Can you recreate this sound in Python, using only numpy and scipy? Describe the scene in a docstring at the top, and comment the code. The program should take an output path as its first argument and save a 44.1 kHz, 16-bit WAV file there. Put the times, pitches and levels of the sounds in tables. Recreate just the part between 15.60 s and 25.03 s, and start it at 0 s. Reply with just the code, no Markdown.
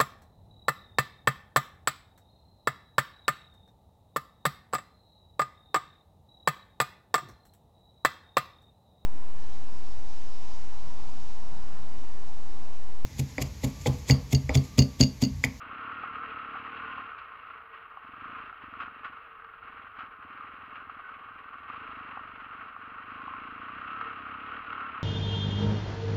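"""Loose gravel track: a single-cylinder motorcycle climbs, heard inside a camera case on the rider.
Exhaust: filtered pulse per firing plus gas noise, dropping as the throttle shuts; valve gear clatters on.
Tyres: clumped random cracks; single stones are decaying sines, loose fittings bursts of sparse clicks.
Around them: gear whine, wavering sines that briefly thicken the roar, a two-part hum, buffeting, faint hiss.
The case filter muffles clatter, gravel, gears and rattles and peaks near 1.3 kHz."""
import sys
import numpy as np
from scipy import signal
from scipy.fft import rfft, irfft, next_fast_len
from scipy.io import wavfile
from scipy.ndimage import uniform_filter1d

SR = 44100
rng = np.random.default_rng(int(sys.argv[2]) if len(sys.argv) > 2 else 0)


def store_pcm(level_fs):
    """Save levels as 16-bit WAV."""
    pcm = np.round(np.clip(level_fs, -1, 1) * 32767).astype(np.int16)
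    wavfile.write(sys.argv[1], SR, np.atleast_2d(pcm).T)


N = 415863
TIME = np.arange(N) / SR


def gain_of(db):
    """Decibels to amplitude ratio."""
    return 10 ** (np.asarray(db) / 20)


def evened(x):
    """Scale to rms 1."""
    return x / np.sqrt(np.mean(x ** 2) + 1e-20)


def read(points, hz):
    """Spectrum in dB, interpolated on a log-frequency axis."""
    point_hz, point_db = np.transpose(points)
    return np.interp(np.log(hz + 1), np.log(point_hz + 1), point_db)


def along(table, axis):
    """One column of a time curve at every sample."""
    rows = np.asarray(table)
    return np.interp(TIME, rows[:, 0], rows[:, axis])


def add(mix, start_s, sound):
    """Mix a sound in place at start_s."""
    part = mix[max(round(start_s * SR), 0):][:len(sound)]
    part += sound[:len(part)]


def colour(x, db_at, size=8192):
    """Minimum-phase filter with gain db_at(Hz): each click rings after it lands."""
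    hz = abs(np.fft.fftfreq(size, 1 / SR))
    log_gain = np.log(gain_of(np.maximum(db_at(hz), -110)))
    taps = np.fft.ifft(np.exp(np.conj(signal.hilbert(log_gain)))).real
    return signal.oaconvolve(x, taps[:size // 2])[:len(x)]


def through_case(x, tilt_db):
    """Case transmission plus narrow resonances; tilt_db per octave brightens or dulls the source."""
    # case transmission: freq_hz, gain_db
    passband = [(30, -39.5), (250, -30), (550, -22), (690, -17), (800, -15.5), (990, -12), (1070, -1),
                (1320, 2), (1490, -2), (1730, -12), (2780, -16.5), (3280, -25), (3560, -35.5), (5000, -48),
                (6200, -74)]
    # case resonances: freq_hz, width_hz, lift_db
    resonances = [(427, 120, 5.5), (1865, 50, 6), (2192, 39, 6.5), (2695, 280, 2.5), (3910, 540, 6.5),
                  (6800, 890, 16.5)]

    def db_at(hz):
        lift_db = sum(db / (1 + (2 * (hz - f) / width) ** 2) for f, width, db in resonances)
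        source_db = tilt_db * np.log2(np.clip(hz, 300, 7000) / 1300)
        octaves_above = np.maximum(np.log2((hz + 1) / 7000), 0)
        return read(passband, hz) + lift_db + source_db - 40 * octaves_above
    return colour(x, db_at)


def wander(rate_hz):
    """Low-passed noise of rms 1: random drift up to about rate_hz."""
    size = next_fast_len(N)
    hz = np.fft.rfftfreq(size, 1 / SR)
    spectrum = rfft(rng.standard_normal(size)) / (1 + (hz / rate_hz) ** 4)
    return evened(irfft(spectrum, size)[:N])


def strikes(turns, scatter_db):
    """One click of uneven size each time turns passes a whole number."""
    at = np.flatnonzero(np.diff(np.floor(turns)) > 0)
    clicks = np.zeros(N)
    clicks[at] = gain_of(scatter_db * rng.standard_normal(N)[at])
    return clicks


def fuzzy_tone(cycles, width_hz):
    """Rms-1 tone whose strength and phase waver: noise on both quadratures."""
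    in_phase = wander(width_hz) * np.cos(2 * np.pi * cycles)
    quadrature = wander(width_hz) * np.sin(2 * np.pi * cycles)
    return evened(in_phase + quadrature)


def swells(table):
    """Extra level in dB: a Gaussian bump per row."""
    return sum(db * np.exp(-(2 * (TIME - mid_s) / length_s) ** 2) for mid_s, length_s, db in table)


def throttle(open_s=.04, shut_s=0.066, overrun_db=-78.5):
    """Exhaust level in dB: each twist swells, holds and dies away to the overrun floor."""
    # throttle twists: opens_s, shuts_s, exhaust_db
    twists = [(0, 1.412, -56.5), (1.614, 1.99, -73.5), (2.42, 2.6, -61), (2.576, 2.82, -57.5),
              (2.99, 3.276, -59.5), (3.32, 3.5, -62.5), (4.0, 4.235, -65.5), (4.333, 4.43, -59.5),
              (4.57, 5.373, -63.5), (5.453, 6.06, -65.5), (6.06, 6.664, -58.5), (6.703, 7.085, -61),
              (7.163, 7.465, -61), (7.453, 8.152, -56), (8.125, 8.99, -55.5), (9.04, 9.427, -55.5)]
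    push = np.full(N, gain_of(overrun_db))
    for opens, shuts, db in twists:
        rise = np.clip((TIME - opens) / open_s, 0, 1)
        decay = np.exp(-np.maximum(TIME - shuts, 0) / shut_s)
        push = np.maximum(push, gain_of(db) * rise * decay)
    return 20 * np.log10(push)


def effort(speed_hz, load_db, base_db, per_doubling_db, per_load_db, cruise_hz=25, pulling_db=-57):
    """Level in dB: base_db at cruise and pulling load, rising with speed and with exhaust level."""
    speed_lift_db = per_doubling_db * np.log2(speed_hz / cruise_hz)
    return base_db + speed_lift_db + per_load_db * (load_db - pulling_db)


def exhaust(turns, speed_hz, load_db, puff_db=-10, puff_s=0.0081, jitter_s=0.00025,
            echo_s=0.0037, echo_db=-2.5):
    """Each firing, a little early or late, sends a pressure pulse and a gas puff down the pipe."""
    # pulse spectrum: freq_hz, relative_db
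    pulse = [(15, -31.5), (40, -18.5), (85, -0.5), (115, 4.5), (190, -5.5), (260, -1), (320, -5),
             (390, -15.5), (470, -18), (560, -28.5), (900, -43.5), (2500, -88.5)]
    # gas noise spectrum: freq_hz, relative_db
    gas = [(40, -21.5), (140, -12.5), (180, -0.5), (290, 2), (370, -5.5), (450, -1), (560, -8),
           (750, -11.0), (1100, -24.0), (3000, -72.0)]
    turns = turns + jitter_s * speed_hz * wander(rate_hz=21)
    firings = strikes(turns, scatter_db=-0.5) / np.sqrt(speed_hz)
    blast = colour(firings, lambda hz: read(pulse, hz))
    # second pass along the pipe doubles the thud
    thuds = blast + gain_of(echo_db) * np.interp(TIME - echo_s, TIME, blast, left=0)
    since_firing_s = (turns % 1) / speed_hz
    flow = 0.24 + np.exp(-since_firing_s / puff_s)
    puffs = colour(flow * rng.standard_normal(N), lambda hz: read(gas, hz))
    return (gain_of(puff_db) * evened(puffs) - evened(thuds)) * gain_of(load_db)


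def clatter(turns, speed_hz, works_db, rush_db=2.5, ring_s=0.0051, jolt_db=0.9, size=1200):
    """Valves and piston tick at set crank phases, ringing as decaying noise over a throbbing rush."""
    # valve and piston ticks: cycle_phase [0-1], relative_db
    tick_phases = [(.02, -8.5), (0.131, -3), (.35, -8.5), (.57, -1.5), (.66, -5.5), (.75, -5), (.88, -5.5)]
    t = np.arange(size) / SR
    ticks = np.zeros(N)
    for phase, db in tick_phases:
        clicks = strikes(turns - phase, scatter_db=1.0) * gain_of(db) / np.sqrt(speed_hz)
        at = np.flatnonzero(clicks)
        rings = rng.standard_normal((len(at), size)) * np.exp(-t / ring_s)
        for i, ring in zip(at, rings):
            add(ticks, i / SR, clicks[i] * ring)
    rush = rng.standard_normal(N) * gain_of(np.cos(2 * np.pi * (turns - .7)))
    sound = through_case(evened(ticks) + gain_of(rush_db) * evened(rush), tilt_db=-1.5)
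    # level flutter, slow drift removed
    jolts = wander(rate_hz=20)
    jolts = evened(jolts - uniform_filter1d(jolts, size=6000))
    return evened(sound) * gain_of(works_db + jolt_db * jolts)


def gears(turns, works_db, level_db=-10, octave_db=-3, order=38):
    """Teeth mesh `order` times a cycle: a rough whine, loudest where it crosses the case ring."""
    mesh = fuzzy_tone(order * turns, width_hz=12)
    octave = gain_of(octave_db) * fuzzy_tone(2 * order * turns, width_hz=11)
    return through_case(mesh + octave, tilt_db=2.5) * gain_of(works_db + level_db)


def roar_thickening(level_db=-1, waver_hz=14, flutter_db=3):
    """Brief tonal thickenings of the engine's roar: faded sines with random pitch and level waver."""
    # thickenings: start_s, length_s, pitch_hz, rms_db (before level_db and fades)
    rows = [(0.132, 0.34, 1398, -45), (0.557, 0.25, 1318, -44), (1.156, 0.33, 1057, -47),
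            (5.42, 0.1, 1498, -47), (7.543, 0.3, 1075, -47), (8.173, 0.46, 1304, -43),
            (9.103, 0.3, 1343, -47.5)]
    drift_cycles = waver_hz * np.cumsum(wander(rate_hz=41.2)) / SR
    flutter, out = gain_of(flutter_db * wander(rate_hz=24)), np.zeros(N)
    for start_s, length_s, hz, db in rows:
        at = np.flatnonzero((TIME >= start_s) & (TIME < start_s + length_s))
        sine = np.sin(2 * np.pi * (hz * TIME[at] + drift_cycles[at])) * flutter[at]
        fade = signal.windows.tukey(len(at), .5)
        add(out, start_s, gain_of(db + level_db) * evened(sine) * fade)
    return out


def drone(hum_db, hz=455, width_hz=19, overtone_hz=655, overtone_db=-6):
    """Two resonances hum as the engine shakes them; only the lower one swells."""
    # hum swells: middle_s, length_s, extra_db
    hum_swells = [(.64, .24, 8.5), (1.1, .5, 5.5), (2.15, 0.57, 6), (3.25, .3, 3.5), (3.95, 0.79, 7),
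                  (6.3, 0.53, 2.5), (8.42, .25, 9), (8.95, 0.078, 10), (9.15, .16, 7)]
    ring = fuzzy_tone(hz * TIME, width_hz) * gain_of(swells(hum_swells))
    overtone = gain_of(overtone_db) * fuzzy_tone(overtone_hz * TIME, width_hz)
    return (ring + overtone) * gain_of(hum_db)


def gravel(turns, crunch_db, per_s=1800, spread_db=2.0, bite_db=2, clump_hz=16, clump_db=1.6):
    """Stones snap under the tyres in clumps; the rear tyre bites harder with each power stroke."""
    # crack spectrum: freq_hz, relative_db
    stone = [(200, -11.5), (700, -6.0), (1300, -10.5), (1900, -3.5), (2700, 7), (4500, 1.5)]
    sizes = gain_of(spread_db * np.minimum(rng.exponential(1, N), 4)) * rng.choice([-1, 1], N)
    press_db = clump_db * wander(rate_hz=clump_hz) + bite_db * np.cos(2 * np.pi * (turns - .72))
    cracks = sizes * (rng.random(N) < per_s / SR) * gain_of(press_db)
    sound = through_case(colour(cracks, lambda hz: read(stone, hz)), tilt_db=-0.5)
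    return evened(sound) * gain_of(crunch_db)


def knocks(level_db=1, crack=0.22, thud_hz=790, light_t60_s=.015, heavy_extra_t60_s=0.014, size=3000):
    """A flung stone cracks and rings the bike; heavy ones push longer and add a hollow lower mode."""
    # stone hits: start_s, peak_db (before level_db), ring_hz, depth [0-1, hollow thud]
    hits = [(0.436, -28, 1290, .6), (.953, -33, 1266, 0.84), (1.3805, -28, 1250, 0.06),
            (2.004, -37, 1320, .25), (2.3711, -31.5, 1150, .5), (2.927, -35.5, 1350, 0.34),
            (3.138, -33, 1270, 0), (3.2804, -34, 1240, 0.3), (3.8457, -35.5, 1210, 0.1),
            (4.022, -42, 1390, 0), (4.388, -33, 1210, 0.23), (4.406, -30, 1350, 0.24),
            (4.8085, -32, 1210, 0.02), (5.295, -34, 1320, 0.45), (5.352, -39, 1150, 0.3),
            (5.940, -38, 1210, 0), (6.1, -28.5, 1230, 0.17), (6.572, -28, 1165, .7), (6.593, -32, 1166, 0),
            (7.163, -34, 1170, 0.4), (7.678, -31, 1090, 0.46), (7.736, -30, 1130, 0.1),
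            (8.411, -23.5, 1390, 0.07), (8.9197, -29, 1345, .05), (9.1045, -29, 1330, 0.05),
            (9.129, -27.5, 1350, 0.1), (9.3791, -29.5, 1284, 0)]
    t, out = np.arange(size) / SR, np.zeros(N)
    for start_s, db, hz, depth in hits:
        t60_s = light_t60_s + heavy_extra_t60_s * depth
        contact_s = t60_s / 10
        ring = np.sin(2 * np.pi * hz * t) * (1 - np.exp(-(t / contact_s) ** 2))
        thud = depth * np.sin(2 * np.pi * thud_hz * t) * (1 - np.exp(-2 * t / contact_s)) / 2
        scrape = evened(through_case(rng.standard_normal(size), tilt_db=1.5)) * np.exp(-t / 0.005)
        hit = (ring + thud + crack * (1 - depth) * scrape) * gain_of(-60 * t / t60_s)
        add(out, start_s, gain_of(db + level_db) * hit / abs(hit).max())
    return out


def rattles(level_db=0, per_s=3500, rise_s=.0015, size=6000):
    """A bump sets loose fittings chattering: random clicks in a dying burst."""
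    # rattles: start_s, base_db, decay_s, tilt_db [dB/octave]
    bursts = [(1.582, -42, 0.019, 3.5), (2.136, -45.5, 0.025, 0.5), (3.201, -35.5, 0.023, 3),
              (3.217, -36.5, 0.026, -1), (3.444, -35, 0.024, 2.5), (4.384, -43, 0.043, 3.5),
              (5.153, -45, 0.031, 1), (6.088, -40, .02, 0.5), (8.406, -35.5, 0.014, 1),
              (9.125, -38, 0.014, 1)]
    t, out = np.arange(size) / SR, np.zeros(N)
    for start_s, db, decay_s, tilt_db in bursts:
        chatter = rng.choice([-1., 1.], size) * (rng.random(size) < per_s / SR)
        burst = evened(through_case(chatter, tilt_db))
        envelope = np.exp(-(t / decay_s) ** 2) * (1 - np.exp(-t / rise_s))
        add(out, start_s, gain_of(db + level_db) * burst * envelope)
    return out


def rumble(level_db, gust_db=1):
    """Buffeting from track and air: low-frequency noise with a slow random level."""
    # buffeting spectrum: freq_hz, relative_db
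    shape = [(10, -14.5), (25, 0), (55, 0), (105, 0.5), (150, -12.5), (180, -2), (230, -18),
             (310, -13.5), (400, -13.0), (900, -37), (3000, -82.0)]
    low = colour(rng.standard_normal(N), lambda hz: read(shape, hz))
    return gain_of(level_db) * evened(low * gain_of(gust_db * wander(rate_hz=7.0)))


def scene(first_turn=.23, shake=0.17):
    """Crank phase times exhaust, clatter, gears and tyre bite; speed, load and ground set levels."""
    # engine speed, flaring where the rear wheel slips: time_s, firings_hz
    speed_curve = [(0.0, 27.19), (0.42, 41.15), (0.5, 35.24), (0.66, 41.23), (0.78, 34.02), (1.16, 39.25),
                   (1.52, 35.61), (1.6, 28.87), (2.54, 21.9), (2.7, 29.17), (3.14, 21.32), (3.21, 31.91),
                   (3.29, 22.67), (4.52, 20.31), (4.59, 15.29), (4.72, 21.32), (6.06, 20.08), (6.13, 26.58),
                   (6.95, 22.8), (7.02, 29.98), (7.11, 22.19), (7.87, 28.66), (7.94, 26.78), (8.43, 37.2),
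                   (8.54, 32.38), (8.83, 33.65), (8.93, 39.23), (9.43, 33.78)]
    # loose stones (+), smooth dirt (-): middle_s, length_s, extra_db
    patches = [(1.24, 0.18, 4), (1.61, .09, 4), (1.85, .14, 1.5), (2.05, 0.12, -9.5), (2.16, 0.066, 6.5),
               (2.33, .16, -6), (2.82, 0.18, 2.5), (3.07, 0.12, 1.5), (3.24, .1, 6.5), (3.46, 0.088, 2),
               (3.6, 0.08, 6), (3.88, 0.27, -4.5), (4.13, 0.066, 4.5), (5.16, 0.089, 10), (5.31, 0.16, -9),
               (6.117, 0.29, 5), (6.46, 0.19, 3.5), (7.5, .2, 3.5), (8.965, 0.092, 4)]
    # clatter surges (+), eases (-): middle_s, length_s, extra_db
    surges = [(.28, 0.21, 1), (2.5, 0.13, -2.5), (3.2, 0.41, -2.5), (4.8, 0.13, 1.5), (5.42, 0.28, 2),
              (6.47, .16, 1.5), (7.02, 0.15, 1), (8.48, 0.13, 2), (9.03, 0.12, -0.5), (9.22, 0.12, 3)]
    speed_hz, load_db, ground_db = along(speed_curve, axis=1), throttle(), swells(patches)
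    turns = first_turn + np.cumsum(speed_hz) / SR

    works_db = effort(speed_hz, load_db, base_db=-44, per_doubling_db=4.1, per_load_db=0.19)
    works_db = works_db + shake * ground_db + swells(surges)  # rough ground shakes the bike
    hum_db = effort(speed_hz, load_db, base_db=-73, per_doubling_db=8.2, per_load_db=0.027)
    crunch_db = effort(speed_hz, load_db, base_db=-58, per_doubling_db=10, per_load_db=0.21) + ground_db
    rumble_db = effort(speed_hz, load_db, base_db=-66.5, per_doubling_db=0.8, per_load_db=0.15)

    engine = exhaust(turns, speed_hz, load_db) + clatter(turns, speed_hz, works_db) + gears(turns, works_db)
    ringing = drone(hum_db) + roar_thickening()
    crunch = gravel(turns, crunch_db)
    bumps = knocks() + rattles() + rumble(rumble_db)
    return (engine + ringing + crunch + bumps)[None]


def record(dry, hiss_db=-88.5, edge_hz=15720):
    """Add faint shaped-noise hiss, then low-pass at edge_hz."""
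    # hiss spectrum: freq_hz, relative_db
    hiss_shape = [(100, -16), (7800, -14), (9500, -1.5), (11500, 2.5), (15000, -1), (15280, 1), (15400, 14),
                  (15520, -2.5), (15700, -11)]
    hiss = evened(colour(rng.standard_normal(N), lambda hz: read(hiss_shape, hz)))
    taps = signal.firwin(511, edge_hz, window=("kaiser", 9), fs=SR)
    return signal.oaconvolve(dry + gain_of(hiss_db) * hiss, taps[None], "same")


dry = scene()
out = record(dry)
store_pcm(out)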